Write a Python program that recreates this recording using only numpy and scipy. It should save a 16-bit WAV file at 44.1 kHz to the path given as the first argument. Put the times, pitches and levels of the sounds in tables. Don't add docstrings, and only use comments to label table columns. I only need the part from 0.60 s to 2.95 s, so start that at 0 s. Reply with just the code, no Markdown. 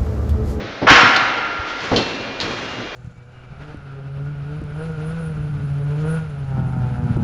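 import sys
import numpy as np
from scipy import signal
from scipy.fft import rfft, irfft
from scipy.io import wavfile
from scipy.ndimage import uniform_filter1d

SR = 44100
rng = np.random.default_rng(int(sys.argv[2]) if len(sys.argv) > 2 else 0)


def store_pcm(level_fs):
    pcm = np.round(np.clip(level_fs, -1, 1) * 32767).astype(np.int16)
    wavfile.write(sys.argv[1], SR, np.atleast_2d(pcm).T)


N = 103635
T = np.arange(N) / SR
FREQS = np.maximum(np.arange(N // 2 + 1) * SR / N, 1)


def undb(db):
    return 10 ** (np.asarray(db) / 20)


def contact(hz, brightness_hz):
    return 1 / np.hypot(1, (hz / brightness_hz) ** 2)


def noise(spectrum, brightness_hz=None):
    hz, db = np.array(spectrum).T
    gain = undb(np.interp(np.log(FREQS), np.log(hz), db)) * np.minimum(FREQS / hz[0], 1) ** 2
    if brightness_hz:
        gain = gain * contact(FREQS, brightness_hz)
    x = irfft(gain * np.exp(2j * np.pi * rng.random(len(FREQS))), N)
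    return x / x.std()


def drift(rate_hz):
    x = irfft(rfft(rng.standard_normal(N)) * np.exp(-(FREQS / rate_hz) ** 2), N)
    return x / np.sqrt(np.mean(x ** 2))


def tone(hz, waver):
    swing = 1 + waver * (drift(rate_hz=6) + 1j * drift(rate_hz=6))
    carrier = np.exp(2j * np.pi * (hz * T + rng.random()))
    return np.sqrt(2 / (1 + 2 * waver ** 2)) * np.real(swing * carrier)


def strike(start_s, attack_s, t60_s):
    age = np.maximum(T - start_s, 0)
    return np.minimum(age / attack_s, 1) * np.exp(-np.log(1000) * age / t60_s)


def band_decay(x, start_s, attack_s, t60_s, damping):
    octave = np.clip(np.log2(FREQS / 1000), 0, 3)
    spectrum = rfft(x)
    bands = [irfft(spectrum * np.maximum(1 - abs(octave - k), 0), N) for k in range(4)]
    return sum(band * strike(start_s, attack_s, t60_s / (1 + damping * k * k))
               for k, band in enumerate(bands))


def hall(x, wet_db):
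    tail = band_decay(rng.standard_normal(N), start_s=0, attack_s=0.024, t60_s=2.38, damping=0.15)
    tail = signal.sosfilt(signal.butter(2, 133, "high", fs=SR, output="sos"), tail)
    return x + undb(wet_db) * signal.fftconvolve(x, tail / np.linalg.norm(tail))[:N]


# frequency_hz, density_db
DIN_SPECTRUM = [(25, -8), (60, -4.5), (120, -9.5), (180, -9.5), (280, -2.5), (370, -2.5), (600, -1),
                (850, -6.5), (1400, -3.5), (2250, -6.5), (2650, -10.5), (3800, -11.5), (6000, -22),
                (7400, -33.5)]


def din():
    return undb(-32.5) * noise(DIN_SPECTRUM)


# start_s, level_db, brightness_hz, attack_s, t60_s
LOAD_IMPACTS = [(.0, -26.5, 468, 0.0033, 0.58), (0.213, -8.5, 650, 0.021, 0.19),
                (0.298, -6.5, 330, 0.014, .2), (0.424, -16.5, 616, 0.013, 0.26),
                (1.312, -10.5, 673, 0.0075, 0.38), (1.326, -15.5, 403, .004, 0.071),
                (1.376, -14, 920, .004, .2), (1.822, -25, 423, 0.0098, 0.64), (2.02, -21, 400, 0.038, 0.16),
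                (2.164, -22.5, 550, 0.042, 0.39)]
# frequency_hz, density_db
THUD_SPECTRUM = [(25, -33), (50, -1), (72, -8.5), (110, 5), (150, -2), (200, 1.5), (260, 3.5), (400, -1),
                 (490, 1), (620, -2.5), (1000, -4.5), (2500, -3.5), (5000, 5), (7500, -23.5)]


def thuds():
    bursts = sum(undb(db) * noise(THUD_SPECTRUM, brightness) * strike(start, attack, t60)
                 for start, db, brightness, attack, t60 in LOAD_IMPACTS)
    return hall(bursts, wet_db=-9.5)


# frequency_hz, density_db
STEEL_SPECTRUM = [(100, -35), (400, -14), (750, -8), (1050, -9.5), (1400, -0.5), (1850, -7), (2200, -5.5),
                  (3000, -8), (4200, -13.5), (5600, -14), (7500, -20.5)]


def dense_modes(ripple_db=2):
    smooth = noise(STEEL_SPECTRUM)
    ripple = uniform_filter1d(uniform_filter1d(rng.standard_normal(len(FREQS)), size=50), size=50)
    rippled = irfft(rfft(smooth) * undb(ripple_db * ripple / ripple.std()), N)
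    return rippled * smooth.std() / rippled.std()


# start_s, level_db, brightness_hz
FRAME_BLOWS = [(.266, -5.5, 1800), (.281, -8.5, 3500), (.295, -7.5, 6000), (.35, -10.5, 4000),
               (.44, -18.5, 3000)]
# pitch_hz, gain_db, t60_s
FRAME_MODES = [(748, -23, 1.3), (831, -24, 1.5), (974.5, -16, 1.4), (1082.6, -16.5, 1.3),
               (1243.5, -14.5, 1.7), (1382, -16, 2.4), (1505.5, -18, 1.5), (1562, -19, 1.2),
               (1616.5, -18, 1.5), (1747.5, -18, 1.4), (1925, -22, 1.2), (2080, -25, 2.2), (2277, -23, 1.2),
               (2554, -25, 1.3), (2752.6, -23, 1.6), (3137, -21, 1.1), (3848, -26, 1.4), (4240, -25, 1.2),
               (5351, -22, 1.1)]


def clang(attack_s=0.009):
    steel = rfft(dense_modes())
    crowd, ring = 0, 0
    for start, db, brightness in FRAME_BLOWS:
        struck = irfft(steel * contact(FREQS, brightness), N)
        struck = np.roll(struck / struck.std(), rng.integers(N))
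        crowd += undb(db) * band_decay(struck, start, attack_s, t60_s=0.73, damping=0.015)
    for hz, mode_db, t60 in FRAME_MODES:
        energy = sum((undb(db) * contact(hz, brightness) * strike(start, attack_s, t60)) ** 2
                     for start, db, brightness in FRAME_BLOWS)
        ring += undb(mode_db) * np.sqrt(energy) * tone(hz, waver=0.3)
    return hall(undb(-0.5) * crowd, wet_db=-7) + undb(1) * ring


# start_s, crack_db, crack_t60_s, ring_db
LATCH_SNAPS = [(.562, -13, 0.06, -15), (1.361, -13.5, 0.078, -11), (1.372, -21.5, 0.26, -21),
               (1.802, -10.5, 0.011, -27), (1.81, -19.5, 0.13, -26)]
# frequency_hz, density_db
CRACK_SPECTRUM = [(300, -23), (1200, -10), (2400, -12.5), (3100, -2), (3500, -4.5), (4200, -3),
                  (5500, -11.5), (7500, -19.5)]
# pitch_hz, gain_db, t60_s
LATCH_MODES = [(2692, -23, 1.4), (3120, -12, .14), (3731, -26, .7), (4145, -21, .55), (4220, -25, 1.1),
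               (4500, -15, .12), (5362, -25, .3)]


def latches(crack_attack_s=0.00024, ring_attack_s=0.00082):
    cracks = sum(undb(db) * noise(CRACK_SPECTRUM) * strike(start, crack_attack_s, t60)
                 for start, db, t60, _ in LATCH_SNAPS)
    ring = 0
    for hz, mode_db, t60 in LATCH_MODES:
        energy = sum((undb(ring_db) * strike(start, ring_attack_s, t60)) ** 2
                     for start, _, _, ring_db in LATCH_SNAPS)
        ring += undb(mode_db) * np.sqrt(energy) * tone(hz, waver=0.45)
    return hall(cracks, wet_db=-6.5) + ring


def bump(peak_s=1.0, half_width_s=0.0094, pitch_hz=80):
    offset = T - peak_s
    envelope = undb(-22.5) * np.exp(-(offset / half_width_s) ** 2)
    return envelope * np.sin(2 * np.pi * (pitch_hz * offset + rng.random()))


# start_s, level_db, length_s
LOAD_SLIPS = [(1.04, -33, 0.14), (1.16, -30.5, 0.14), (1.282, -34.5, 0.14), (1.455, -44, .08)]
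# frequency_hz, density_db
FRICTION_SPECTRUM = [(500, -20.5), (2000, -8), (3800, -14.5), (5500, -21), (7500, -33)]


def scrapes():
    swell = sum(undb(db) * np.sin(np.pi * np.clip((T - start) / length, 0, 1))
                for start, db, length in LOAD_SLIPS)
    friction = noise(FRICTION_SPECTRUM) * undb(1.7 * drift(rate_hz=150))
    return hall(swell * friction, wet_db=-3)


WHINE_HARMONICS = {6: -41.5, 7: -42.5, 8: -45, 10: -54}
# time_s, level_db
RUSH_CONTOUR = [(0, -62.5), (1.05, -65), (1.25, -28), (1.55, -34.5), (1.77, -43), (1.83, -28),
                (2.05, -32.5), (2.2, -34), (2.35, -44)]
# frequency_hz, density_db
RUSH_SPECTRUM = [(100, -2), (300, -1.5), (700, -4.5), (1400, -3.5), (2200, -7), (3200, -10.5),
                 (4500, -17.5), (6000, -18), (7500, -24)]


def drive(whine_start_s=1.4, fade_in_s=0.17, fundamental_hz=403.2):
    fade_in = np.clip((T - whine_start_s) / fade_in_s, 0, 1)
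    whine = sum(undb(db) * tone(k * fundamental_hz, waver=0.6) for k, db in WHINE_HARMONICS.items())
    rush_db = np.interp(T, *np.array(RUSH_CONTOUR).T) + 1.2 * drift(rate_hz=40)
    return fade_in * whine + undb(rush_db) * noise(RUSH_SPECTRUM)


def scene():
    return (din() + thuds() + clang() + latches() + bump() + scrapes() + drive())[None]


# frequency_hz, gain_db
RECORDER_BAND_LIMIT = [(6000, 0.5), (7400, -4.5), (7900, -29), (8600, -13.5), (9800, -21.5)]


def record(dry):
    ceiling, knee, top_hz = 0.95, 5, 9800
    saturated = dry / (1 + abs(dry / ceiling) ** knee) ** (1 / knee)
    response = undb(np.interp(FREQS, *np.array(RECORDER_BAND_LIMIT).T))
    dulled = irfft(rfft(saturated) * response, N)
    return signal.sosfilt(signal.ellip(8, .2, 70, top_hz, fs=SR, output="sos"), dulled)


dry = scene()
out = record(dry)
store_pcm(out)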